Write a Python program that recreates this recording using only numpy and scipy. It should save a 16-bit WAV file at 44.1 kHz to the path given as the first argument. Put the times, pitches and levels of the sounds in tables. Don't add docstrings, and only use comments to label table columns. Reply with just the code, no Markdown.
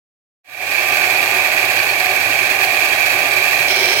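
import sys
import numpy as np
from scipy import signal
from scipy.fft import rfft, irfft, next_fast_len
from scipy.io import wavfile
from scipy.ndimage import map_coordinates

SR = 44100
rng = np.random.default_rng(int(sys.argv[2]) if len(sys.argv) > 2 else 0)


def digitize_waveform(pressure):
    field = np.atleast_2d(pressure).T
    bounded = np.clip(field, -1, 1)
    quanta = np.round(bounded * 32767).astype(np.int16)
    wavfile.write(sys.argv[1], SR, quanta)


N = 176400
SHAFT_HZ, MESH_HZ = 23.375, 185.05
LAP_HZ, SECOND_LAP_HZ = 9.385, 5.93


def amp(db):
    return 10 ** (np.asarray(db) / 20)


def unit(x):
    return x / np.sqrt(np.mean(x ** 2) + 1e-20)


def wobble(per_s):
    knots = rng.standard_normal(int(N * per_s / SR) + 4)
    return map_coordinates(knots, [np.arange(N) * per_s / SR])


def colour(x, rows, column=1):
    size = 2 * next_fast_len(N // 2 + SR // 4)
    rows = np.array(rows)
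    db = np.interp(np.log(np.fft.rfftfreq(size, 1 / SR) + 1), np.log(rows[:, 0] + 1), rows[:, column])
    cepstrum = irfft(np.log(amp(db)))
    cepstrum[1:size // 2] *= 2
    cepstrum[size // 2 + 1:] = 0
    return irfft(rfft(x, size) * np.exp(rfft(cepstrum)), size)[..., :N]


def passes(clock, rate_hz, place=0):
    turns = np.arange(int(clock[-1] * rate_hz)) + place
    return np.interp(turns / rate_hz, clock, np.arange(N) / SR)


def surface(clock, rate_hz):
    size = int(SR / rate_hz)
    bumps = rng.standard_normal(size)
    return unit(map_coordinates(bumps, [clock * rate_hz % 1 * size], mode="grid-wrap"))


def thump(hz, db, rise_s, t60_s):
    t = np.arange(SR // 3) / SR
    return np.sin(2 * np.pi * hz * t) * amp(db - 60 * t / t60_s) * (1 - np.exp(-t / rise_s))


def frame_rumble(clock, roll_db=-5.5, belt_db=-7.5, shaft_db=-9.5, room_db=-15):
    # f/Hz, gain/dB
    frame_ring = [(20,-89), (50,-72.5), (85,-71.5), (115,-61), (135,-74), (160,-66.5), (215,-75.5),
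                  (245,-73.5), (285,-59.5), (325,-65), (380,-59), (430,-59.5), (460,-68), (500,-58.5),
                  (600,-53), (645,-53), (680,-57), (740,-52.5), (790,-51.5), (870,-62), (915,-52.5),
                  (960,-64.5), (1050,-57), (1190,-56), (1300,-71.5), (1420,-71.5), (1700,-92.5)]
    force = (amp(roll_db) * rng.standard_normal(N) + amp(belt_db) * surface(clock, LAP_HZ)
             + amp(shaft_db) * surface(clock, SHAFT_HZ))
    room = amp(room_db) * rng.standard_normal((2, N))
    return colour(force + room, frame_ring) * np.sqrt(SR / 2)


def hum(clock, rows):
    out = np.zeros((2, N))
    for hz, db, waver, pan_db in rows:
        swing = 1 - waver + waver * (wobble(22) + 1j * wobble(22)) / 2
        tone = unit(np.real(swing * np.exp(2j * np.pi * (hz * clock + rng.random()))))
        out += tone * amp([[db - pan_db / 2], [db + pan_db / 2]])
    return out


def belt_throb(clock, hz=374.8, db=-40.5, flutter=0.62):
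    # place/lap, level/dB
    lap_shape = [(.02, -2), (.12, -19), (.23, -19), (.4, 2), (.61, -5), (.72, 2.5), (.92, 0.5)]
    place, lap_db = np.transpose(lap_shape)
    envelope = amp(np.interp(clock * LAP_HZ % 1, place, lap_db, period=1))
    swing = 1 + flutter * (wobble(40) + 1j * wobble(40))
    return amp(db) * unit(envelope * np.real(swing * np.exp(2j * np.pi * hz * clock)))


def belt_flaps(clock, jitter_s=0.0005, scatter_db=2.4):
    # lap rate/Hz, place/lap, f/Hz, level/dB, rise/s, t60/s
    flaps = [(LAP_HZ, .5, 292, -30.5, 0.0081, 0.093), (SECOND_LAP_HZ, 0.23, 120, -42, .035, 0.43)]
    out = np.zeros(N + SR)
    for lap_hz, place, hz, db, rise_s, t60_s in flaps:
        ring = thump(hz, db, rise_s, t60_s)
        for at_s in passes(clock, lap_hz, place):
            late, strength = rng.standard_normal(2)
            start = int(abs(at_s + jitter_s * late) * SR)
            out[start:start + len(ring)] += ring * amp(scatter_db * strength)
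    return out[:N]


def belt_slaps():
    # t/s, f/Hz, level/dB
    whips = [(1.23, 113, -28), (2.252, 112, -29), (3.19, 156, -39), (3.595, 135, -26)]
    out = np.zeros(N + SR)
    for at_s, hz, db in whips:
        ring = thump(hz, db, rise_s=.02, t60_s=.16)
        out[int(at_s * SR):][:len(ring)] += ring
    return out[:N]


def belt_chafe(clock, chafe_db=-19.5, chafe_width_s=0.0043, scrape_width_s=0.0086, left_db=-7):
    # f/Hz, gain/dB
    chafe_eq = [(900, -28), (1500, -0.5), (1900, 2), (2450, 3), (2900, -9), (4400, -13), (9000, -21),
                (15000, -29)]
    # f/Hz, gain/dB
    scrape_eq = [(900, -35), (1800, 2), (2900, 4), (3700, -11), (4400, 7.5), (4850, -6.5), (5400, -27),
                 (9000, -20)]
    # t/s, level/dB
    scrapes = [(.724, -22), (.94, -24), (1.166, -21), (1.265, -24), (1.793, -19), (1.897, -20),
               (2.643, -22), (2.75, -25)]
    t = np.arange(N) / SR

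    def rub(events, width_s, eq):
        envelope = sum(amp(db) * np.exp(-.5 * ((t - at_s) / width_s) ** 2) for at_s, db in events)
        return envelope * unit(colour(rng.standard_normal((2, N)), eq))

    laps = [(at_s, chafe_db) for at_s in passes(clock, LAP_HZ, place=0.817)]
    friction = rub(laps, chafe_width_s, chafe_eq) + rub(scrapes, scrape_width_s, scrape_eq)
    return friction * amp([[left_db], [0]])


def gear_whine(clock, waver=0.086):
    orders = [27, 28, 30, 35, 39, 63]
    levels = [-45.5, -39, -39, -35.5, -48, -41.5]
    out = np.zeros(N)
    for order, db in zip(orders, levels):
        envelope = amp(db) * np.sqrt(2) * (1 + waver * wobble(8))
        out += envelope * np.sin(2 * np.pi * (order * SHAFT_HZ * clock + rng.random()))
    return out


def gear_drone(clock, hz=735.5, db=-34, flutter=0.41, swell_hz=1.85, swell_db=3, crest_s=1.59):
    swell = amp(swell_db * np.cos(2 * np.pi * swell_hz * (clock - crest_s)))
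    swing = 1 + flutter * (wobble(16) + 1j * wobble(16))
    return amp(db) * unit(swell * np.real(swing * np.exp(2j * np.pi * hz * clock)))


def gear_rattle(clock, drive_db=-1.01, slide_share=0.7, left_lag_s=.00015):
    # f/Hz, gain/dB
    direct_eq = [(1200, -3.5), (2400, -2.5), (4000, -4.5), (15000, -6.5)]
    # f/Hz, gain/dB
    diffuse_eq = [(1200, -0.5), (2400, -4.5), (4000, -2), (15000, -2)]
    # f/Hz, left gain/dB, right gain/dB
    case_ring = [(676, -90.5, -89.5), (1205, -71.5, -61.5), (1454, -65, -59.5), (1550, -57, -49),
                 (1730, -53, -47), (1775, -65, -48.5), (1860, -71.5, -46.5), (1965, -65, -46.5),
                 (1980, -69, -52.5), (2103, -69, -48), (2264, -62, -42.5), (2324, -57, -36.0),
                 (2420, -64, -38.5), (2531, -61, -38), (2618, -65.5, -44), (2750, -62.0, -49.5),
                 (2883, -67, -54), (2990, -63.5, -66), (3110, -59.5, -63), (3280, -49, -55.5),
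                 (3247, -61, -59), (3480, -56.5, -55.5), (3530, -58, -61), (3780, -65, -60.5),
                 (3860, -58.5, -52.5), (3980, -73, -58), (4320, -67, -55.0), (4770, -81, -57.5),
                 (4890, -60.5, -61), (5240, -69.5, -69.5), (5500, -58, -67.5), (5820, -64, -71.5),
                 (6120, -62, -69), (7400, -65.0, -68.5), (8800, -67, -68), (9340, -70.5, -70.5),
                 (9700, -64, -71), (9950, -68.5, -70), (11070, -66.5, -65.5), (12030, -66.5, -60),
                 (13000, -62.5, -67), (13700, -71.5, -71.5), (15600, -70, -63.5)]
    jitter_s, scatter_db, tooth_fade_s = 0.00063, 2.5, 0.0045
    chatter_db = wobble(600) + 0.81 * wobble(60) - 0.45 * np.sin(2 * np.pi * SHAFT_HZ * clock)
    direct_noise, diffuse_noise = rng.standard_normal(N), rng.standard_normal((2, N))
    mesh_s = passes(clock, MESH_HZ)
    late, strength = rng.standard_normal((len(mesh_s), 2)).T
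    starts = ((mesh_s + jitter_s * late) * SR).astype(int) % N
    hits = np.bincount(starts, amp(scatter_db * strength) ** 2, N)
    tooth_power = signal.lfilter([1], [1, -np.exp(-1 / (tooth_fade_s * SR))], hits)
    power = slide_share + (1 - slide_share) * tooth_power / tooth_power.mean()
    force = amp(drive_db) * unit(amp(chatter_db) * np.sqrt(power))
    right = colour(force * direct_noise, direct_eq)
    left = map_coordinates(right, [np.arange(N) - left_lag_s * SR])
    ears = np.array([left, right]) + colour(force * diffuse_noise, diffuse_eq)
    return np.array([colour(ears[ear], case_ring, ear + 1) for ear in range(2)]) * np.sqrt(SR / 2)


def scene(wander=0.001207, jump_s=3.682):
    # f/Hz, level/dB, waver (0-1), right over left/dB
    machine_tones = [(35, -67, .3, 0), (82, -66, 0.8, -2), (107, -55, 0.8, 1), (112.6, -52.5, 0.83, 2),
                     (125.7, -64, 1, 3), (151.5, -57.5, 1, 1), (202, -61, 0.5, 4), (596, -44, 0.43, 7.5),
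                     (778, -42, .8, 14.5), (1133, -44.5, 0.73, -4), (1189, -40.5, 0.95, 5),
                     (1475, -49, 0.77, 8), (1940, -46, 0.9, 4), (2325, -33.5, 0.86, 18),
                     (3153, -48, 0.95, -7)]
    # f/Hz, level/dB, waver (0-1), right over left/dB
    second_tones = [(656.8, -42, .4, 0), (913, -41, 0.27, 0), (1696, -42, 0.1, 0), (2331, -30, .4, 7)]
    # f/Hz, left gain/dB, right gain/dB
    second_eq = [(60,1,1.5), (150,2.5,1.5), (300,-0.5,1), (380,6.5,8.5), (506,3,2.5), (650,-2.5,1),
                 (770,-3.5,-2.5), (940,4.5,-1), (1140,-13,-0.5), (1380,2,1), (1820,-6,-4.5), (2100,5,2.5),
                 (2290,9.5,0.5), (2580,9,-5.5), (2790,8,0), (3050,-5,14), (3550,-1,2.5), (3800,5,4),
                 (4300,5,6), (4620,7,-0.5), (5190,1,15.5), (5900,5.5,16), (6060,5.5,-4), (7060,-3,-2),
                 (9500,3,3), (12000,-5.5,-0.5), (15000,6,-1)]
    clock = np.cumsum(1 + wander * wobble(3)) / SR
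    machine = (gear_whine(clock) + gear_drone(clock) + hum(clock, machine_tones)
               + belt_flaps(clock) + belt_throb(clock) + belt_slaps()
               + frame_rumble(clock) + gear_rattle(clock) + belt_chafe(clock))
    other_side = np.array([colour(machine[ear], second_eq, ear + 1) for ear in range(2)])
    other_side += hum(clock, second_tones)
    return np.where(np.arange(N) / SR < jump_s, machine, other_side)


def record(dry, ceiling=.97, knee=10, top_hz=15950):
    # t/s, level/dB
    fade = [(.435, -84), (.446, -41.5), (.49, -24), (.55, -16.5), (.63, -7.5), (.75, -2), (.9, -0.5),
            (1.05, .5), (2, 0), (4, 0.5)]
    fade_s, fade_db = np.transpose(fade)
    t = np.arange(N) / SR
    faded = dry * amp(np.interp(t, fade_s, fade_db)) * (t > fade_s[0])
    limited = faded / (1 + np.abs(faded / ceiling) ** knee) ** (1 / knee)
    lowpass = signal.firwin(401, top_hz, window="blackmanharris", fs=SR)
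    return signal.fftconvolve(limited, lowpass[None], mode="same", axes=1)


dry = scene()
out = record(dry)
digitize_waveform(out)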